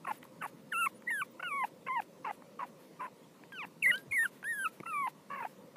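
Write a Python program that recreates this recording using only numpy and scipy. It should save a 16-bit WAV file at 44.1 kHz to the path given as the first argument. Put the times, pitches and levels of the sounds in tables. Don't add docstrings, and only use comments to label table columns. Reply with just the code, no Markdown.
import sys
import numpy as np
from scipy import signal
from scipy.io import wavfile
from scipy.ndimage import uniform_filter1d

SR = 44100
rng = np.random.default_rng(int(sys.argv[2]) if len(sys.argv) > 2 else 0)


def voltage_ratio(decibels):
    exponent = np.asarray(decibels, float) / 20
    return 10 ** exponent


def int16_out(signal):
    q = np.round(np.clip(np.atleast_2d(signal).T, -1, 1) * 32767)
    wavfile.write(sys.argv[1], SR, q.astype(np.int16))


N = 254016
T = np.arange(N) / SR


def evened(x):
    return x / np.sqrt(np.mean(x ** 2) + 1e-20)


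def read(points, hz):
    f, value = np.transpose(points)
    return np.interp(np.log(hz + 1), np.log(f + 1), value)


def add(mix, s, sound):
    part = mix[round(s * SR):][:len(sound)]
    part += sound[:len(part)]


def swell(s, length_s):
    out = np.zeros(N)
    add(out, s, signal.windows.tukey(round(length_s * SR), .6))
    return out


def noise(points, patchy_db):
    hz = np.fft.rfftfreq(1024, 1 / SR)
    a, b, patches = rng.standard_normal((N // 256 + 5, 513, 3)).T
    patches = uniform_filter1d(patches, size=8, axis=0)
    patches = evened(uniform_filter1d(patches, size=10, axis=1))
    z = (a + 1j * b) * voltage_ratio(read(points, hz)[:, None] + patchy_db * patches)
    return evened(signal.istft(z, nperseg=1024, noverlap=768)[1][:N])


def ring(x, hz, width_hz):
    b, a = signal.iirpeak(hz, hz / width_hz, SR)
    return signal.lfilter(b, a, signal.lfilter(b, a, x))


def play(tables, edge_s):
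    s, *columns = np.vstack(tables).T
    gate = np.zeros(N)
    for rows in tables:
        gate[round(rows[0][0] * SR):round(rows[-1][0] * SR)] = 1
    gate = uniform_filter1d(gate, max(round(edge_s * SR), 1))
    s = np.maximum.accumulate(s)
    return gate, *(uniform_filter1d(np.interp(T, s, c), size=90) for c in columns)


def folds(hz, wobble):
    waver = evened(uniform_filter1d(rng.standard_normal(N), size=200))
    return np.cumsum(hz * (1 + wobble * waver)) / SR


# frequency in Hz, density in dB per Hz.
ROOM = [(15, -76), (25, -44), (99, -29), (178, 1.5), (331, -6), (444, -7.5), (508, -6.5), (782, -19.5),
        (944, -12), (1620, -24.5), (1900, -22), (3340, -28), (3620, -26.5), (4610, -29), (15500, -35)]
ROOM_DB = -57.5
# time in seconds, level in dB.
MURMUR = [
    (0, -66),
    (2.6, -61),
    (3.6, -81),
    (5.76, -63.5),
]


def room():
    band_level = voltage_ratio(np.interp(T, *np.transpose(MURMUR)))
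    band = band_level * evened(ring(rng.standard_normal(N), 526, 102))
    return voltage_ratio(ROOM_DB) * noise(ROOM, patchy_db=2) + band


# frequency in Hz, width in Hz, level in dB.
RINGS = [(567, 2700, 2), (1030, 430, 22.5), (1500, 590, 10), (2030, 1400, 7), (2700, 210, 19.5)]


def throat(x):
    return evened(sum((-1) ** k * voltage_ratio(db) * ring(x, f, w) for k, (f, w, db) in enumerate(RINGS)))


# frequency in Hz, gain in dB.
NOSE = [(5500, -59), (7020, -29), (8750, -24.5), (9960, -12), (11200, -14.5), (12500, -25.5), (13600, -27),
        (14800, -24)]
# frequency in Hz, level in dB.
NOSE_AIR = [(5000, -22), (8000, -1), (10500, 9.5), (12000, 6), (13200, -11), (14500, 3), (15500, -10)]
PATCHY_DB = 3


def nose(turns, hz, db, air_share):
    lines, power = np.zeros(N), 1e-9
    drift = evened(uniform_filter1d(rng.standard_normal((16, N // 256 + 2)), size=5, axis=1))
    drift_s = np.arange(drift.shape[1]) * 256 / SR
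    for k in range(3, 16):
        gain = voltage_ratio(read(NOSE, k * hz)) * np.clip((k * hz - 5500) / 1000, 0, 1) * (k * hz < 15500)
        patches = voltage_ratio(PATCHY_DB * np.interp(T, drift_s, drift[k]))
        lines += patches * gain * np.cos(2 * np.pi * k * turns)
        power = power + gain ** 2 / 2
    lines = lines / np.sqrt(power)
    air_share = np.clip(air_share, 0, 1)
    breath = noise(NOSE_AIR, patchy_db=2.0)
    return voltage_ratio(db) * (np.sqrt(1 - air_share) * lines + np.sqrt(air_share) * breath)


EDGE_DB, EDGE_S = 44, 0.01
NOSE_OPEN_S, NOSE_SHUT_S, NOSE_SHUT_DB = 0.028, 0.0063, -13


def cry(rows, attack_s, release_s, pressed_db, first_db, last_db):
    s, hz, db = np.transpose(rows)
    rise_db, fall_db = -EDGE_DB * np.tanh(np.abs([attack_s, release_s]) / EDGE_S)
    nose_db = np.interp(s, s[[0, -1]], [first_db, last_db])
    opening = np.exp((s[0] - s) / NOSE_OPEN_S) / 2
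    nose_db += NOSE_SHUT_DB * (np.exp((s - s[-1]) / NOSE_SHUT_S) + opening)
    body = np.column_stack([s, hz, db, pressed_db + 0 * s, nose_db])
    start = body[0] + [-attack_s, 0, rise_db, 0, rise_db]
    end = body[-1] + [release_s, 0, fall_db, fall_db / 3, fall_db / 2]
    return np.vstack([start, body, end])


# time in seconds, pitch in Hz, effort in dB.
EARLY = [
    [(.052, 1310, -38.5), (.055, 955, -42)],
    [(.419, 1502, -36.5), (.421, 1420, -49)],
    [(.724, 1790, -32.5), (.728, 1520, -34.5), (.74, 1388, -38), (.759, 1311, -36), (.8, 1421, -34),
     (.832, 1319, -32), (.859, 1344, -35.5), (.866, 1073, -31.5), (.872, 1100, -26)],
    [(1.078, 1915, -32), (1.09, 2030, -34.5), (1.102, 2160, -36.5)],
    [(1.1025, 1876, -33.5), (1.119, 1875, -33), (1.143, 1733, -35.5), (1.177, 1630, -38),
     (1.189, 1565, -38), (1.213, 1480, -36), (1.223, 1113, -33), (1.233, 1186, -40.5)],
    [(1.428, 1497, -40.5), (1.474, 1397, -39.5), (1.503, 1216, -49), (1.518, 1160, -38), (1.54, 1110, -38),
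     (1.568, 1130, -38), (1.636, 1001, -33.5), (1.643, 755, -31.5), (1.649, 938, -29)],
    [(1.885, 1097, -33.5), (1.892, 1060, -39), (1.907, 1002, -34), (1.945, 1087, -38.5),
     (1.973, 944, -31.5), (1.989, 919, -35.5), (2.002, 792, -33.5)],
]
YELPS = [
    [(2.997, 1185, -49.5), (3.006, 1190, -39.5)],
    [(3.524, 1640, -49), (3.574, 1477, -49), (3.588, 1333, -51), (3.616, 1128, -47), (3.628, 980, -47),
     (3.652, 702, -54.5)],
    [(3.828, 2700, -24.5), (3.833, 2355, -37.5), (3.842, 2216, -27.5), (3.857, 2145, -27),
     (3.862, 1910, -23), (3.878, 2076, -25.5), (3.895, 2103, -27), (3.909, 1862, -23), (3.915, 1940, -26.5)],
    [(3.9155, 1434, -39), (3.932, 1433, -41), (3.946, 1511, -34.5), (3.973, 1609, -44.5)],
    [(4.113, 2390, -40.5), (4.12, 2455, -40), (4.123, 2120, -32.5), (4.148, 2252, -32.5),
     (4.193, 1830, -27.5), (4.233, 1825, -29.5), (4.246, 1690, -36), (4.259, 1498, -27.5),
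     (4.264, 1394, -39)],
]
LATE = [
    [(4.441, 1545, -42), (4.488, 1880, -35.5), (4.516, 1857, -33.5), (4.549, 1668, -41.5),
     (4.572, 1680, -41), (4.597, 1577, -37), (4.637, 1554, -37.5), (4.663, 1260, -31), (4.673, 1324, -33.5)],
    [(4.861, 1318, -42), (4.887, 1374, -43.5), (4.946, 1189, -36.5), (4.976, 1149, -35),
     (5.02, 1118, -35.5), (5.045, 1037, -34), (5.067, 1023, -35), (5.074, 757.6, -37.5),
     (5.081, 959, -30.5)],
    [(5.404, 1039, -48), (5.421, 903, -63), (5.445, 816, -54.5)],
]
# attack in seconds, release in seconds, pressed folds in dB,
# nose overtones at first in dB, at last in dB.
MANNER = [(0.012, 0.00413, -5, -51, -63), (0.019, 0.00173, 0.5, -66, -56), (0.01, 0.0068, 3, -50.5, -44),
          (0.016, 0.00016, -7, -59, -53), (0.00018, 0.005915, 1.5, -50, -52.5),
          (0.00299, 0.01008, 5, -63, -63.5), (0.00032, 0.00355, 3.5, -75, -70),
          (0.013, 0.00219, -8, -80, -80), (0.0037, 0.000314, 11.5, -67, -82),
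          (0.0059, 0.00015, -12.5, -40, -47), (0.0005, 0.087, 13.5, -48, -59),
          (0.00303, 0.01994, -2, -48.5, -45), (0.003, 0.021, -0.5, -52.5, -50.5),
          (0.0046, 0.0066, 0.5, -58.5, -63.5), (0.0068, 0.0027, 12.5, -78, -77)]
# pitch in Hz, level under fundamental in dB.
OCTAVE = [(800, -15), (1050, -10.5), (1300, -3), (1450, -11.5), (1600, -24), (1900, -31), (2150, -31.5),
          (2700, -53)]
# frequency in Hz, gain in dB.
THROAT = [(410, -30), (700, -6.5), (1160, 14), (2270, 8), (2690, 7), (3270, -17), (3770, -19), (4250, -32),
          (4800, -28.5), (7020, -36.5)]
# start in seconds, length in seconds, dB.
CLOSURE = [(1.101, 0.021, -10), (1.426, .022, -10), (1.496, 0.021, 0.5), (1.641, .022, -14),
           (3.829, 0.041, 12.5), (3.866, 0.046, -20), (3.903, .014, 12), (3.954, .07, -10),
           (4.113, 0.017, -16), (4.152, 0.039, -8), (4.545, 0.025, 2), (4.664, 0.021, -11),
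           (4.859, .012, -20), (4.904, 0.032, -13.5), (5.073, 0.027, -17)]
# start in seconds, #
# length in seconds, overtone gain in dB.
GAPES = [(1.11, 0.087, -8), (4.635, 0.05, -6), (0.74, 0.12, -7), (3.52, 0.16, 12.5), (4.12, 0.84, 8),
         (5.415, 0.06, 15.5)]
# start in seconds, length in seconds, half lines in dB, rasp in dB,
# both under the fundamental.
DOUBLING = [(0.732, 0.0088, -20, -22), (0.856, 0.01, -23, -32), (1.104, 0.012, -19, -42),
            (1.425, 0.015, -15, -3.5), (1.436, 0.033, -21, -40), (3.62, 0.087, -38, -0.5),
            (3.86, 0.062, -50, -35), (3.92, 0.054, -45, -26), (3.931, 0.027, -30, -43),
            (4.117, 0.039, -38, -30.5), (4.22, 0.044, -44, -23), (4.861, 0.0086, -13.5, -9),
            (4.919, 0.019, -31, -29)]
# start in seconds, length in seconds, rate in Hz, depth.
FLUTTER = (4.93, 0.144, 54, 0.14)
# start in seconds, length in seconds, added share.
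BREATHY = [(.715, .03, .6), (.855, .03, .5), (1.095, .03, .5), (1.21, .03, .4), (3.862, .06, .4),
           (3.915, .03, .5), (4.215, .055, .3), (4.59, .03, .2), (4.645, .035, .4)]
AIR_SHARE = .04
THIRD_DB, WOBBLE = -3, 0.00227
OVERTONE_PATCHY_DB = 2.5


def squeaks():
    cries = [cry(rows, *manner) for rows, manner in zip(EARLY + YELPS + LATE, MANNER)]
    gate, hz, one_db, pressed_db, nose_db = play(cries, 0.0017)
    two_db = one_db + pressed_db + read(OCTAVE, hz)
    turns = folds(hz, WOBBLE)
    closure_db = sum(db * swell(s, length) for s, length, db in CLOSURE)
    voice = voltage_ratio(one_db) * np.sin(2 * np.pi * turns)
    voice += voltage_ratio(two_db + closure_db) * np.cos(4 * np.pi * turns)
    source_db = two_db - read(THROAT, 2 * hz) + THIRD_DB
    source_db += sum(db * swell(s, length) for s, length, db in GAPES)
    flicker = evened(uniform_filter1d(rng.standard_normal((10, N)), size=900, axis=1))
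    for k in range(3, 10):
        flicker_db = OVERTONE_PATCHY_DB * (flicker[k] - 1) * np.clip(k * hz / 1000 - 3, 0, 1)
        level = voltage_ratio(source_db + flicker_db + read(THROAT, k * hz))
        level *= np.clip((7300 - k * hz) / 1000, 0, 1)
        voice += level * np.cos(2 * np.pi * k * turns)
    doubled = sum(voltage_ratio(db) * swell(s, length) for s, length, db, _ in DOUBLING)
    for k in (1, 3):
        voice += doubled * voltage_ratio(one_db + read(THROAT, k * hz / 2)) * np.sin(np.pi * k * turns)
    rasp = sum(voltage_ratio(db) * swell(s, length) for s, length, _, db in DOUBLING)
    voice += rasp * voltage_ratio(one_db) * throat(rng.standard_normal(N))
    start_s, length_s, rate_hz, depth = FLUTTER
    voice *= 1 + depth * swell(start_s, length_s) * np.sin(2 * np.pi * rate_hz * T)
    air_share = AIR_SHARE + sum(share * swell(s, length) for s, length, share in BREATHY)
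    return gate * (np.sqrt(2) * voice + nose(turns, hz, nose_db, air_share))


GRUNT_RISE_S, GRUNT_FALL_S = 0.00514, 0.00274


def grunt(s, length_s, first_hz, last_hz, db, growth_db, rattle_db, nose_db, sag):
    u = np.linspace(0, 1, num=6)
    hz = first_hz + (last_hz - first_hz) * u ** sag
    body = np.column_stack([s + u * length_s, hz, db + growth_db * u, rattle_db + 0 * u, nose_db + 0 * u])
    start = body[0] - [GRUNT_RISE_S, 0, 25, 12, 12]
    end = body[-1] + [GRUNT_FALL_S, 0, -15, -4, -4]
    return np.vstack([start, body, end])


CATCH_EDGE_DB, CATCH_NOSE_DB = -10.5, -40


def catch(s, length_s, hz, db, rattle_db):
    return np.array([(s + side * length_s / 2, hz, db + CATCH_EDGE_DB * abs(side),
                      rattle_db - 6 * abs(side), db + CATCH_NOSE_DB) for side in (-1, 0, 1)])


SPLIT = [3, 3, 2, 2, 2, 4, 5, 2, 2]
# frequency in Hz, gain in dB.
RATTLE = [(250, -7), (600, -1.5), (1000, 2), (1450, 3.5), (2000, 2), (2650, -4.5), (3200, -24), (4000, -55)]
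STRAND_PATCHY_DB, STRAND_SLIP_RAD = 4, .9


def strands(turns, hz):
    starts = np.array(GRUNTS)[:, 0]
    split = np.array(SPLIT)[np.maximum(np.searchsorted(starts, T + .02) - 1, 0)]
    drift = evened(uniform_filter1d(rng.standard_normal((34, N // 64 + 2)), size=7, axis=1))
    drift_s = np.arange(drift.shape[1]) * 64 / SR
    lines, power = np.zeros(N), 1e-9
    for k in range(1, 17):
        gain = voltage_ratio(read(RATTLE, k * hz / split)) * (split != k)
        slip = STRAND_SLIP_RAD * np.interp(T, drift_s, drift[17 + k])
        patches = voltage_ratio(STRAND_PATCHY_DB * np.interp(T, drift_s, drift[k]))
        lines -= gain * patches * np.cos(2 * np.pi * k * turns / split + slip)
        power += gain ** 2 / 2
    return lines / np.sqrt(power)


# start in seconds, length in seconds, first pitch in Hz, last pitch in Hz, voice in dB.
GRUNTS = [
    (0.071, 0.035, 1135, 986.5, -48),
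    (0.423, 0.033, 1370, 1030, -45.5),
    (1.399, 0.0084, 1396, 1442, -45.5),
    (1.869, 0.015, 985, 1119, -69),
    (2.249, 0.056, 1121, 794, -45.5),
    (2.594, .05, 1090, 972, -46.5),
    (3.007, 0.061, 1017, 1047, -46.5),
    (5.305, 0.097, 1135, 1087, -49),
    (5.403, 0.043, 1027, 835, -47),
]
# voice growth in dB, rattle in dB, nose in dB,
# sag as the power of time that the pitch follows.
GRAIN = [(3.5, -54.5, -61, 1.55), (-2, -54, -58, 0.645), (-5, -61.5, -72, 2.6), (6, -54.5, -75, 0.86),
         (-2.5, -55, -92, 0.506), (-0.5, -60.5, -90, 1.44), (-7.5, -60, -72.5, 1.57), (-5, -60, -76, 0.62),
         (-9, -62, -72, 0.65)]
# peak in seconds, length in seconds, pitch in Hz, voice in dB, rattle in dB.
CATCHES = [(0.112, 0.018, 850, -36, -54.5), (0.461, 0.011, 898.6, -41, -58), (2.31, 0.01, 826.7, -38, -57),
           (2.65, 0.014, 760.6, -54, -70), (3.079, 0.016, 930, -58, -80), (4.836, 0.0072, 1176, -46.5, -65),
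           (5.451, 0.011, 758, -37, -55), (5.464, 0.02, 893, -49, -64)]
BREAKS = [.081, 0.103, 0.435, 0.457, 2.257, 2.264, 2.305, 2.601, 2.615, 2.626, 2.642, 5.31, 5.33, 5.355,
          5.37]
BREAK_S, BREAK_DB = 0.0048, -12.5
# start in seconds, length in seconds, rate in Hz, depth.
GROWL = (3.015, 0.039, 430, 0.26)
STRAND_SHARE = .6


def grunts():
    pushes = [grunt(*a, *b) for a, b in zip(GRUNTS, GRAIN)]
    pushes += [catch(*row) for row in CATCHES]
    gate, hz, one_db, rattle_db, nose_db = play(sorted(pushes, key=lambda rows: rows[1, 0]), 0.0026)
    turns = folds(hz, .032)
    cycle = turns.astype(int)
    strength = np.full(N, .08)
    strength[np.cumsum(2 + rng.poisson(.3, N // 8))] = 1
    strength *= voltage_ratio(2.2 * rng.standard_normal(N))
    pulses = np.diff(cycle, prepend=0) * strength[cycle]
    pulses = evened(pulses) + .3 * rng.standard_normal(N)
    rattle = np.sqrt(STRAND_SHARE) * strands(turns, hz) + np.sqrt(1 - STRAND_SHARE) * throat(pulses)
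    shimmer_db = 2.0 * evened(uniform_filter1d(rng.standard_normal(N), size=130))
    voice = -np.sqrt(2) * voltage_ratio(one_db + shimmer_db + 7.0) * np.cos(2 * np.pi * turns)
    voice += voltage_ratio(rattle_db + 11) * rattle
    voice *= voltage_ratio(BREAK_DB * sum(swell(s - BREAK_S / 2, BREAK_S) for s in BREAKS))
    start_s, length_s, rate_hz, depth = GROWL
    voice *= 1 + depth * swell(start_s, length_s) * np.sin(2 * np.pi * rate_hz * T)
    return gate * (voice + nose(turns, hz, nose_db, 0.64))


# start in seconds, length in seconds, level in dB.
PUFFS = [(0.115, 0.08, -60), (0.228, 0.058, -69), (0.466, 0.042, -59.5), (0.875, 0.037, -60.5),
         (1.238, 0.032, -63), (1.649, 0.047, -59), (2.005, 0.044, -60.5), (2.315, 0.056, -63.5),
         (2.658, 0.052, -67.5), (2.785, 0.12, -69.5), (3.653, 0.037, -65), (3.974, 0.052, -60.5),
         (4.267, 0.034, -59.5), (4.309, 0.12, -67), (4.672, 0.033, -58.5), (4.716, 0.086, -65.5),
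         (5.082, 0.034, -59), (5.46, 0.1, -66)]
# frequency in Hz, level in dB.
PUFF = [(500, -1), (1500, 6.5), (3000, 2), (6000, -6.5), (8500, -3), (10200, -1.5), (12500, 0), (14500, -2)]


def puffs():
    level = np.zeros(N)
    for s, length_s, db in PUFFS:
        u = np.linspace(0, 1, round(length_s * SR))
        add(level, s, voltage_ratio(db) * 2.66 * np.sqrt(u) * (1 - u) * (1.5 - u / 2))
    return level * noise(PUFF, 0.72)


# start in seconds, length in seconds, top in Hz, end in Hz, level in dB.
WHISTLES = [(0.163, .022, 14800, 12000, -59), (0.18, .011, 10400, 9600, -60),
            (4.682, .045, 1330, 1300, -62), (4.808, 0.051, 10600, 10000, -71),
            (0.94, 0.039, 9560, 9100, -62), (0.968, 0.019, 10380, 9300, -64),
            (1.301, 0.032, 15000, 14160, -64), (3.235, 0.015, 3380, 3260, -64.5),
            (3.865, .035, 1630, 1600, -47), (3.828, 0.054, 2810, 2770, -57),
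            (4.004, 0.042, 11800, 10000, -65)]


def whistles():
    out = np.zeros(N)
    for s, length_s, top_hz, end_hz, db in WHISTLES:
        u = np.linspace(-.4, 1, round(length_s * SR))
        hz = top_hz - (top_hz - end_hz) * u ** 2
        add(out, s, voltage_ratio(db) * np.hanning(len(u)) ** .5 * np.sin(2 * np.pi * np.cumsum(hz) / SR))
    return out


# time in seconds, peak in dB, mouth ring in Hz,
# low thud in dB, top tick in dB.
SNAPS = [(0.228, -42.5, 2300, -58, -57), (.24, -61, 4200, -64, -51), (0.251, -48, 1070, -62, -55),
         (0.722, -54, 3390, -64, -62), (1.021, -47.5, 1860, -55, -57), (1.425, -58, 2700, -48, -66),
         (1.642, -41, 1536, -39, -56), (1.998, -32.5, 1500, -32, -66), (2.018, -41, 2592, -58, -68),
         (2.421, -45, 1240, -41, -66), (3.435, -43.5, 1970, -52, -75), (3.52, -42.5, 2120, -65, -72),
         (3.527, -62, 4200, -65, -53), (3.553, -56, 2300, -70, -68), (3.649, -35.5, 1320, -30.5, -68),
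         (3.932, -54, 4340, -70, -39), (3.951, -58, 4500, -68, -44), (3.957, -49, 4070, -70, -41),
         (3.978, -41, 3920, -70, -48), (4.122, -47.5, 2700, -38, -58), (4.427, -36.5, 1570, -39, -58),
         (4.441, -43, 2610, -52, -63), (4.801, -39.5, 2350, -23.5, -50), (4.807, -53, 1227, -21.5, -70),
         (5.073, -32, 2314, -58, -68), (5.424, -35, 1370, -32, -68), (5.451, -33, 1363, -47, -66),
         (5.756, -41.5, 1500, -58, -68)]
LIP_TICK_HZ, NOSTRIL_TICK_HZ = 8400, 12200


def snaps():
    out, t = np.zeros(N), np.arange(900) / SR
    bursts = rng.standard_normal((len(SNAPS), 900))
    for (s, db, hz, thud_db, tick_db), burst in zip(SNAPS, bursts):
        burst = burst * t / .0008 * np.exp(-t / 0.0011)
        mouth = ring(ring(burst, hz, hz), hz, hz / 2)
        if hz < 3900:
            mouth = mouth + ring(ring(burst, 950, 950), 950, 700)
        tick = ring(burst, LIP_TICK_HZ, 12000) if hz < 4110 else ring(burst, NOSTRIL_TICK_HZ, 5000)
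        thud = np.sin(2 * np.pi * 260 * t) * t / 0.0015 * np.exp(1 - t / 0.00055)
        snap = voltage_ratio(db) * mouth / abs(mouth).max() + voltage_ratio(tick_db) * tick / abs(tick).max()
        add(out, s, snap + voltage_ratio(thud_db) * thud)
    return out


# time in seconds, pitch in Hz, level in dB.
MATE = [
    (3.868, 570.6, -54),
    (3.88, 561, -55.5),
    (3.935, 619, -56.5),
    (3.962, 461, -53.5),
]


def mate():
    gate, hz, db = play([MATE], 0.0041)
    turns = folds(hz, 0.0052)
    hum = np.sin(2 * np.pi * turns) + voltage_ratio(-4.0) * np.sin(4 * np.pi * turns)
    return gate * np.sqrt(2) * voltage_ratio(db) * hum


# time in seconds, frequency in Hz, level in dB.
BUMPS = [
    (4.073, 158, -45),
    (4.093, 95, -43),
]


def bump():
    out, t = np.zeros(N), np.arange(4000) / SR
    for s, hz, db in BUMPS:
        add(out, s, voltage_ratio(db) * np.sin(2 * np.pi * hz * t) * t * hz * np.exp(1 - t * hz * 1.35))
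    return out


# start in seconds, length in seconds, level in dB.
WHEEZES = [
    (4.12, 0.17, -75),
    (5.015, 0.04, -64),
    (5.298, 0.2, -71),
]


def wheezes():
    level = sum(voltage_ratio(db) * swell(s, length) for s, length, db in WHEEZES)
    return level * evened(ring(rng.standard_normal(N), 14860, 2200))


SCATTER_DB, SCATTER_T60_S = -33, .09


def echo(x):
    t = np.arange(SR // 4) / SR
    tail = uniform_filter1d(rng.standard_normal(len(t)), size=3)
    tail = tail * voltage_ratio(-60 * t / SCATTER_T60_S) * (t > .002)
    return voltage_ratio(SCATTER_DB) * signal.fftconvolve(x, tail / np.linalg.norm(tail))[:N]


def scene():
    pups = squeaks() + grunts() + puffs() + whistles() + snaps() + mate() + voltage_ratio(4) * bump() + wheezes()
    pups = signal.sosfilt(signal.butter(3, 140, "high", fs=SR, output="sos"), pups)
    return (pups + echo(pups) + room())[None]


def low_pass(x):
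    return signal.sosfilt(signal.butter(12, 15620, fs=SR, output="sos"), x)


def record(dry):
    edge = signal.firwin(511, 15340, window=("kaiser", 9), fs=SR)
    mix = signal.oaconvolve(dry, edge[None], "same")
    return low_pass(mix)


dry = scene()
out = record(dry)
int16_out(out)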